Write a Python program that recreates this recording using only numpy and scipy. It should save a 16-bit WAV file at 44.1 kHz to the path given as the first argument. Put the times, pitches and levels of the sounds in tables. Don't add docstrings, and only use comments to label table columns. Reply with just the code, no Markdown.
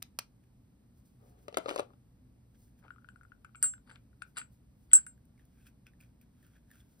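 import sys
import numpy as np
from scipy import signal
from scipy.fft import rfft, irfft
from scipy.io import wavfile
from scipy.ndimage import uniform_filter1d

SR = 44100
rng = np.random.default_rng(int(sys.argv[2]) if len(sys.argv) > 2 else 0)


def store_wav(level_fs):
    pcm = np.round(np.clip(np.atleast_2d(level_fs), -1, 1) * 32767)
    wavfile.write(sys.argv[1], SR, pcm.T.astype(np.int16))


N = 308700

# (pitch [Hz], level [dB], t60 [s])
CAP_MODES = [(1340, 3.5, 0.0044), (2600, -10.5, .008), (4243, 4.5, 0.003), (6250, 0, 0.006),
             (7740, -13.5, 0.0023), (10800, -23, 0.0064), (13200, -42.5, 0.0033)]


def amp(db):
    return 10 ** (np.asarray(db) / 20)


def rms_one(x):
    return x / np.sqrt(np.mean(x ** 2) + 1e-20)


def band(x, low_hz, high_hz):
    edges_hz = [low_hz, min(high_hz, .45 * SR)]
    return signal.sosfilt(signal.butter(2, edges_hz, "band", fs=SR, output="sos"), x)


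def add(out, s, sound):
    i = round(s * SR)
    out[i:i + len(sound)] += sound[:N - i]


def gain_curve(rows, column):
    rows = np.array(rows)
    db = np.interp(np.arange(N) / SR, rows[:, 0], rows[:, column], left=-200, right=-200)
    return uniform_filter1d(amp(db), size=200)


def strokes(rows, column):
    t, out = np.arange(N) / SR, np.zeros(N)
    for row in rows:
        s, swell_s, fade_s = row[:3]
        near = slice(max(int((s - 2 * swell_s) * SR), 0), int((s + 2 * fade_s) * SR))
        away = np.maximum((s - t[near]) / swell_s, (t[near] - s) / fade_s)
        out[near] += amp(row[column] - 30 * away ** 1.16)
    return out


def mode(hz, db, t60, rise_s, pressed=0.0):
    t60 = max(t60, .003)
    t = np.arange(int(min(t60, .4) * SR)) / SR
    age = t / t60
    decay = amp(db - 60 * ((1.5 - pressed) * age + pressed * age ** 2))
    return decay * -np.expm1(-t / rise_s) * np.sin(2 * np.pi * hz * t)


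def crack(db, t60, low_hz, high_hz):
    t = np.arange(900) / SR
    burst = band(rng.standard_normal(len(t)) * amp(-60 * t / t60), low_hz, high_hz)
    return amp(db) * burst / np.abs(burst).max()


def slips(per_s, spread_db):
    sizes = amp(spread_db * np.minimum(rng.exponential(1, N), 4)) * rng.choice([-1, 1], N)
    return rms_one(sizes * (rng.random(N) < per_s / SR) + 1e-9)


def rubbed(friction, modes, t60_scale=1):
    out = 0
    for k, (hz, db, t60) in enumerate(modes):
        r = amp(-60 / (t60 * t60_scale * SR))
        gain = (1 - r * r) / 2
        feedback = [1, -2 * r * np.cos(2 * np.pi * hz / SR), r * r]
        out += (-1) ** k * amp(db) * signal.lfilter([gain, 0, -gain], feedback, friction)
    return rms_one(out)


def mic_pair(pan_db, lead_ms):
    steer_hz, spacing_ms = 2640, .2137
    hz = np.fft.rfftfreq(N, 1 / SR)
    low = 1 / (1 + (hz / steer_hz) ** 6)
    low_turns = hz * lead_ms / 1000
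    high_turns = 1 - hz * spacing_ms / 1000
    phase = 2 * np.pi * (low_turns * low + high_turns * (1 - low))
    left = amp(pan_db / 2 * low * hz / (hz + 300)) * np.exp(.5j * phase)
    return np.array([left, 1 / left])


def placed(x, pan_db, lead_ms):
    return irfft(rfft(x) * mic_pair(pan_db, lead_ms), N)


def room_air():
    # (frequency [Hz], likeness [0..1])
    likeness = [(60, .95), (180, .95), (550, .35), (2000, .2), (5000, .4), (7500, .5), (12000, .93)]
    # (frequency [Hz], relative density [dB])
    spectrum = [(30, -26.5), (45, -4.5), (90, -7), (160, -9.5), (250, -8.5), (340, -21.5), (500, -26),
                (1500, -38), (3000, -42), (6800, -45.5), (8800, -42.5), (11800, -46), (14000, -44),
                (16300, -68)]
    log_hz = np.log(np.fft.rfftfreq(N, 1 / SR) + 1)
    alike, shape_db = (np.interp(log_hz, np.log(hz), values)
                       for hz, values in (np.transpose(likeness), np.transpose(spectrum)))
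    mid, side = rfft(rng.standard_normal((2, N))) * amp(shape_db)
    stereo = np.sqrt(1 + alike) * mid * mic_pair(0, 0) + np.sqrt(1 - alike) * side * [[1], [-1]]
    return amp(-63.5) * rms_one(irfft(stereo, N))


def mains_hum():
    # (pitch [Hz], rms level of the tone [dB])
    lines = [(59.5, -75.5), (119, -70.5)]
    t, out = np.arange(N) / SR, np.zeros(N)
    for hz, db in lines:
        waver = rms_one(band(rng.standard_normal(N), hz - 3, hz + 10))
        out += amp(db) * (np.sqrt(2) * np.sin(2 * np.pi * hz * t) + 0.95 * waver)
    return out


def reflections(x):
    t60, tail_db, split_hz, wall_hz = 0.16, -16, 5400, 13000
    ceiling_s, ceiling_db, ceiling_hz = .0125, -18.5, 1790
    t = np.arange(int(.35 * SR)) / SR
    noise = rng.standard_normal((3, len(t)))
    wide_lows = band(band(noise[:2], 100, split_hz), 100, split_hz)
    tail = wide_lows + amp(-11) * band(noise[2], split_hz, wall_hz)
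    tail *= amp(-60 * t / t60) * -np.expm1(-t / 0.0013)
    tail *= amp(tail_db) / np.sqrt(np.sum(tail ** 2, axis=1, keepdims=True))
    echo = amp(ceiling_db) * signal.unit_impulse(len(t), round(ceiling_s * SR))
    tail += signal.sosfilt(signal.butter(2, ceiling_hz, fs=SR, output="sos"), echo)
    return signal.fftconvolve(x, tail, axes=1)[:, :N]


def sticks_on_rug():
    # (time [s], level [dB], treble peak [dB], pitch [Hz])
    ticks = [(5.1778, -63.5, -70, 1540), (5.2538, -76, -58, 1440), (5.3782, -61.5, -66, 2160),
             (5.3946, -58, -75, 1810), (5.453, -74, -58, 1547), (5.6106, -63.5, -72.5, 2400),
             (5.6728, -55.5, -58, 2510), (5.8676, -45, -54.5, 2460), (5.9349, -59, -69, 1767),
             (6.0043, -50.5, -56.5, 2420), (6.01, -51.5, -54.5, 2400), (6.0358, -54, -68, 2350),
             (6.2133, -59.5, -55, 2380), (6.4284, -61, -57.5, 1740), (6.4658, -60.5, -54.5, 1420),
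             (6.557, -60.5, -67.5, 1624), (6.7044, -56, -65, 1756), (6.714, -48.5, -49, 1720),
             (6.7563, -55.5, -56, 1450), (6.8034, -55, -63, 3360)]
    # (time [s], swell [s], fade [s], wood level [dB], fibre level [dB])
    brushes = [(.44, .02, 0.018, -78.5, -79), (.978, .05, 0.11, -92, -76), (1.056, 0.011, 0.13, -92, -72.5),
               (1.3, 0.25, 0.097, -85, -74), (1.388, .03, .04, -78.5, -78), (1.43, 0.072, 0.11, -86, -75.5),
               (2.552, 0.015, 0.021, -72.5, -90), (2.63, 0.18, 0.16, -97, -71),
               (2.682, 0.026, 0.0079, -83, -89), (2.79, 0.03, 0.049, -80.5, -74.5),
               (4.03, .06, .1, -100, -88), (4.28, .06, 0.11, -89.5, -75), (4.53, 0.051, 0.11, -94.5, -75),
               (4.84, 0.22, .12, -98, -78.5), (5.394, 0.046, .1, -79.5, -81.5),
               (5.62, 0.29, .1, -79.5, -76.5), (5.67, 0.036, .05, -68, -64),
               (5.87, 0.018, .04, -65.5, -75.5), (6.008, .025, 0.13, -73, -71),
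               (6.218, 0.018, 0.067, -80, -74.5), (6.45, 0.24, .25, -80, -76.5),
               (6.57, 0.13, .04, -76.5, -84), (6.73, .11, 0.28, -76.5, -72.5),
               (6.81, .12, 0.026, -79.5, -76), (6.92, 0.09, .2, -89.5, -76), (7.0, .03, .03, -83, -69)]
    # (pitch [Hz], level [dB], t60 before scaling [s])
    wood_modes = [(1546, 8, 0.018), (2500, 1, 0.01), (3350, 1.5, 0.013), (4500, -28, 0.043),
                  (5600, -7.5, 0.0053)]
    out, rolling = np.zeros(N), strokes(brushes, column=3)
    tick_s, _, _, tick_hz = np.transpose(ticks)
    when, softness, detune = rng.random((140, 3)).T
    light_s = tick_s[0] + when * (N / SR - tick_s[0])
    light_db = 20 * np.log10(rolling[(light_s * SR).astype(int)] + 1e-6) + 13.5 - 12 * softness
    light_hz = np.interp(light_s, tick_s, tick_hz) * (1 + .2 * (detune - .5))
    for s, db, treble_db, hz in [*ticks, *zip(light_s, light_db, light_db - 3.5, light_hz)]:
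        add(out, s, crack(db - 13, t60=0.0013, low_hz=1500, high_hz=6200))
        add(out, s, crack(treble_db, t60=0.014, low_hz=8000, high_hz=16600))
        for ratio in (1, 1.045, 2.05):
            add(out, s, mode(hz * ratio, db + 3 - 10.5 * ratio, t60=0.036, rise_s=0.0004))
    rub = rubbed(slips(per_s=2000, spread_db=4.5), wood_modes, t60_scale=0.6)
    rub += amp(-10) * rms_one(band(slips(per_s=1500, spread_db=5.5), 2500, 7000))
    fibres = rms_one(band(slips(per_s=5000, spread_db=-0.5), 5000, 21000))
    return out + rolling * rub + strokes(brushes, column=4) * fibres


def cap_on_box():
    # (time [s], crack peak [dB], treble peak [dB], low modes [dB], high modes [dB])
    knocks = [(1.482, -38, -45, -41.5, -34), (1.5264, -50, -62, -49.5, -62.5),
              (1.5434, -34.5, -69, -44, -42), (1.571, -23, -21.5, -23.5, -16), (1.583, -40, -35, -29, -55),
              (1.6596, -38, -63, -34, -30.5), (1.684, -36.5, -56, -32.5, -27.5),
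              (1.6914, -28.5, -37, -45, -32), (1.7034, -33, -44, -40, -48), (1.7104, -44, -45, -33.5, -27),
              (1.7264, -44, -57, -40.5, -47), (1.741, -46, -60, -42, -55), (1.7604, -35, -35, -30.5, -25.5),
              (1.7779, -35, -44, -40.5, -52), (1.786, -37, -45, -32.5, -45),
              (1.792, -57, -39.5, -34.5, -26), (1.7955, -31, -38, -27, -31.5),
              (1.803, -37, -44, -34.5, -35), (1.8294, -54, -72, -50, -69), (1.9044, -78, -83, -59.5, -53.5),
              (1.9344, -68, -76, -61, -57)]
    # (pitch [Hz], level [dB], t60 when struck [s])
    board_modes = [(308, -11.5, 0.037), (430, 5, 0.038), (597, 0, 0.05), (683, 0.5, 0.046),
                   (864, -8, 0.019), (1150, 0.5, 0.023), (1166, -3, 0.018)]
    # (time [s], board level [dB], grit level [dB])
    drag = [(1.2, -69, -109.5), (1.54, -76.5, -79), (1.656, -54.5, -69.5), (1.696, -38, -55),
            (1.82, -79, -69.5), (1.904, -68, -100), (2.0, -97, -95)]
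    out = np.zeros(N)
    for s, crack_db, treble_db, low_db, high_db in knocks:
        add(out, s, crack(crack_db, t60=0.018, low_hz=1980, high_hz=4260))
        for (hz, mode_db, t60), stray_db in zip(CAP_MODES[1:4], rng.normal(0, 3, 3)):
            add(out, s, mode(hz, crack_db + mode_db - 7 + stray_db, 0.4 * t60, rise_s=.0002))
        add(out, s, crack(treble_db, t60=0.0099, low_hz=5980, high_hz=11600))
        for hz, mode_db, t60 in board_modes:
            detune, stray_db = rng.normal(0, 0.098), rng.normal(0, 2)
            level_db = (low_db if hz < 900 else high_db) + mode_db + stray_db
            add(out, s, mode(hz * (1 + detune), level_db, t60, rise_s=0.00074))
    grit = slips(per_s=4400, spread_db=5)
    board = gain_curve(drag, column=1) * rubbed(grit, board_modes, t60_scale=0.53)
    rasp = gain_curve(drag, column=2) * rms_one(band(grit, 2000, 10000))
    return out + board + rasp


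def cap_snaps():
    # (time [s], level [dB])
    snaps = [(0.0227, -32.5), (0.0259, -22), (0.1887, -15), (0.1916, -19.5)]
    out = np.zeros(N)
    for s, db in snaps:
        add(out, s, crack(db - 2.5, t60=0.0076, low_hz=880, high_hz=15800))
        for hz, mode_db, t60 in CAP_MODES:
            add(out, s, mode(hz, db + mode_db - 5 + rng.normal(0, 0.82), t60, rise_s=0.00055))
    return out


def ring_on_bottle():
    # (time [s], crack peak [dB], neck air level [dB], neck air pitch [Hz])
    touches = [(2.827, -73, -59, 1510), (2.839, -62, -56, 1460), (2.865, -81, -54, 1440),
               (2.881, -59, -45, 1390), (2.888, -76, -49, 1410), (2.9053, -53, -32.5, 1454),
               (2.9608, -67, -48.5, 1300), (2.9828, -75, -46, 1390), (3.021, -77, -58, 1460),
               (3.0447, -64, -43.5, 1460), (3.0875, -51.5, -37.5, 1497), (3.159, -64, -43.5, 1440),
               (3.211, -69.5, -44, 1440), (3.233, -62, -51, 1400), (3.2506, -73, -47, 1430),
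               (3.319, -60.5, -40, 1457), (3.447, -52.5, -37.5, 1380), (3.4504, -55, -41, 1500),
               (3.492, -82, -55, 1360), (3.5477, -51.5, -41.5, 1360), (3.5547, -49, -41.5, 1450),
               (3.6268, -35, -28.5, 1520), (3.64, -53, -27.5, 1460), (3.737, -51.5, -38, 1515),
               (3.779, -66.5, -53, 1443), (3.875, -63, -53.5, 1430), (3.8952, -60.5, -44, 1546),
               (3.901, -51, -49, 1550), (3.9116, -55, -42, 1516), (3.9579, -46.5, -51, 1600),
               (3.962, -58.5, -50, 1485), (4.1298, -75, -59.5, 1454), (4.2202, -37, -27.5, 1473),
               (4.362, -54.5, -53, 1651), (4.3694, -36, -30.5, 1496), (4.378, -48, -37, 1400),
               (4.384, -35, -54, 1530), (4.415, -42.5, -34.5, 1450), (4.9145, -42.5, -49, 1480),
               (4.9319, -26, -22, 1496), (4.951, -55, -34, 1550), (4.9635, -43, -39, 1330),
               (4.979, -61, -37, 1560), (4.987, -53, -40, 1510), (5.0666, -49.5, -38.5, 1495)]
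    # (time [s], tick peak [dB], low group [dB], high group [dB], low group pitch [Hz], t60 [s])
    clinks = [(2.9052, -75, -70, -83, 7660, 0.23), (3.0876, -82, -65, -69, 7660, 0.14),
              (3.159, -78, -71, -74, 7660, 0.13), (3.233, -63, -69.5, -86, 7660, 0.091),
              (3.4465, -53, -63, -71, 7673, .067), (3.5568, -62, -49.5, -65, 7615, 0.23),
              (3.6271, -12.5, -17, -24.5, 7648, 0.23), (3.642, -51, -32, -54.5, 7659, 0.088),
              (3.7367, -54, -71, -56, 7660, 0.09), (3.9, -77, -84, -66, 7660, .15),
              (3.9113, -77, -55, -89, 7673, .16), (4.221, -62, -45, -46, 7655, 0.047),
              (4.3708, -57.5, -30.5, -46.5, 7695, .19), (4.3796, -37, -63.5, -67, 7716, 0.16),
              (4.385, -28, -64.5, -71.5, 7714, .17), (4.9157, -60, -39, -88, 7718, 0.13),
              (4.9324, -19, 1.5, -13, 7709, .071), (4.9514, -40, 0.5, -27, 7713, 0.077),
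              (4.9625, -57, -44, -36, 7714, 0.15), (5.0648, -42, -39.5, -46.5, 7597, .16)]
    # (pitch [ratio], level [dB], t60 [ratio])
    low_glass = [(1.0, -5, 1.0), (1.016, -6, .15), (1.518, -25, .9)]
    # (pitch [Hz], level [dB], t60 [ratio])
    high_glass = [(8935, -2, .8), (9190, -10, .8), (10300, -20, .45), (10660, -18, .45), (11045, -18, .6),
                  (14990, -20, .65)]
    # (time [s], swell [s], fade [s], scuff level [dB], finger grip [dB])
    scuffs = [(2.85, 0.044, 0.058, -90, -63), (3.64, 0.024, 0.057, -47.5, -70),
              (3.9, 0.05, 0.087, -64.5, -64.5), (3.958, .015, 0.022, -75, -66),
              (4.22, 0.02, 0.014, -68.5, -79), (4.378, 0.021, 0.053, -44.5, -62),
              (4.94, 0.045, 0.12, -57.5, -68.5)]
    # (pitch [Hz], level [dB], t60 before scaling [s])
    ring_modes = [(1390, -2.5, 0.0087), (3070, -6.5, 0.0033), (4650, 1, 0.03), (9300, -11, 0.0031),
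                  (10500, -11, .004)]
    out = np.zeros(N)
    for s, crack_db, neck_db, neck_hz in touches:
        top_hz = 2900 * amp(0.062 * (crack_db + 64) + rng.normal(0, 1))
        add(out, s, crack(crack_db, t60=0.0081, low_hz=1890, high_hz=top_hz))
        add(out, s, crack(crack_db - 20, t60=0.0088, low_hz=6280, high_hz=13200))
        add(out, s, mode(neck_hz, neck_db, t60=0.018, rise_s=.0012, pressed=.6))
        plastic_hz = 2700 * amp(rng.normal(0, 1.2))
        add(out, s, mode(plastic_hz, crack_db - 4, t60=0.009, rise_s=.0004))
        add(out, s, mode(4650, crack_db - 4, t60=0.0039, rise_s=.0003))
    for s, tick_db, low_db, high_db, pitch_hz, t60 in clinks:
        add(out, s, crack(tick_db, t60=0.007, low_hz=6500, high_hz=11320))
        for ratio, db, share in low_glass:
            add(out, s, mode(pitch_hz * ratio, low_db + db, share * t60, rise_s=.001, pressed=.95))
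        for hz, db, share in high_glass:
            add(out, s, mode(hz, high_db + db, share * t60, rise_s=.0003, pressed=.6))
    grit = slips(per_s=1300, spread_db=2.5)
    glass_modes = [(7690, 0, .12)] + [(hz, db, .1 * share) for hz, db, share in high_glass]
    scuff = rubbed(grit, ring_modes, t60_scale=.3) + amp(-7.5) * rubbed(grit, glass_modes)
    grip = rms_one(band(rng.standard_normal(N), 250, 1400))
    return out + strokes(scuffs, column=3) * scuff + strokes(scuffs, column=4) * grip


def scene():
    close = placed(cap_snaps(), pan_db=2.8, lead_ms=-0.062)
    close += placed(cap_on_box(), pan_db=10.9, lead_ms=0.33)
    close += placed(ring_on_bottle(), pan_db=12, lead_ms=.09)
    close += placed(sticks_on_rug(), pan_db=1, lead_ms=-.05)
    thin_hz = 293
    close = signal.sosfilt(signal.butter(2, thin_hz, "high", fs=SR, output="sos"), close)
    return close + reflections(close) + room_air() + mains_hum()


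def record(dry):
    stop_hz = 16900
    return signal.sosfilt(signal.cheby2(12, 70, stop_hz, fs=SR, output="sos"), dry)


dry = scene()
out = record(dry)
store_wav(out)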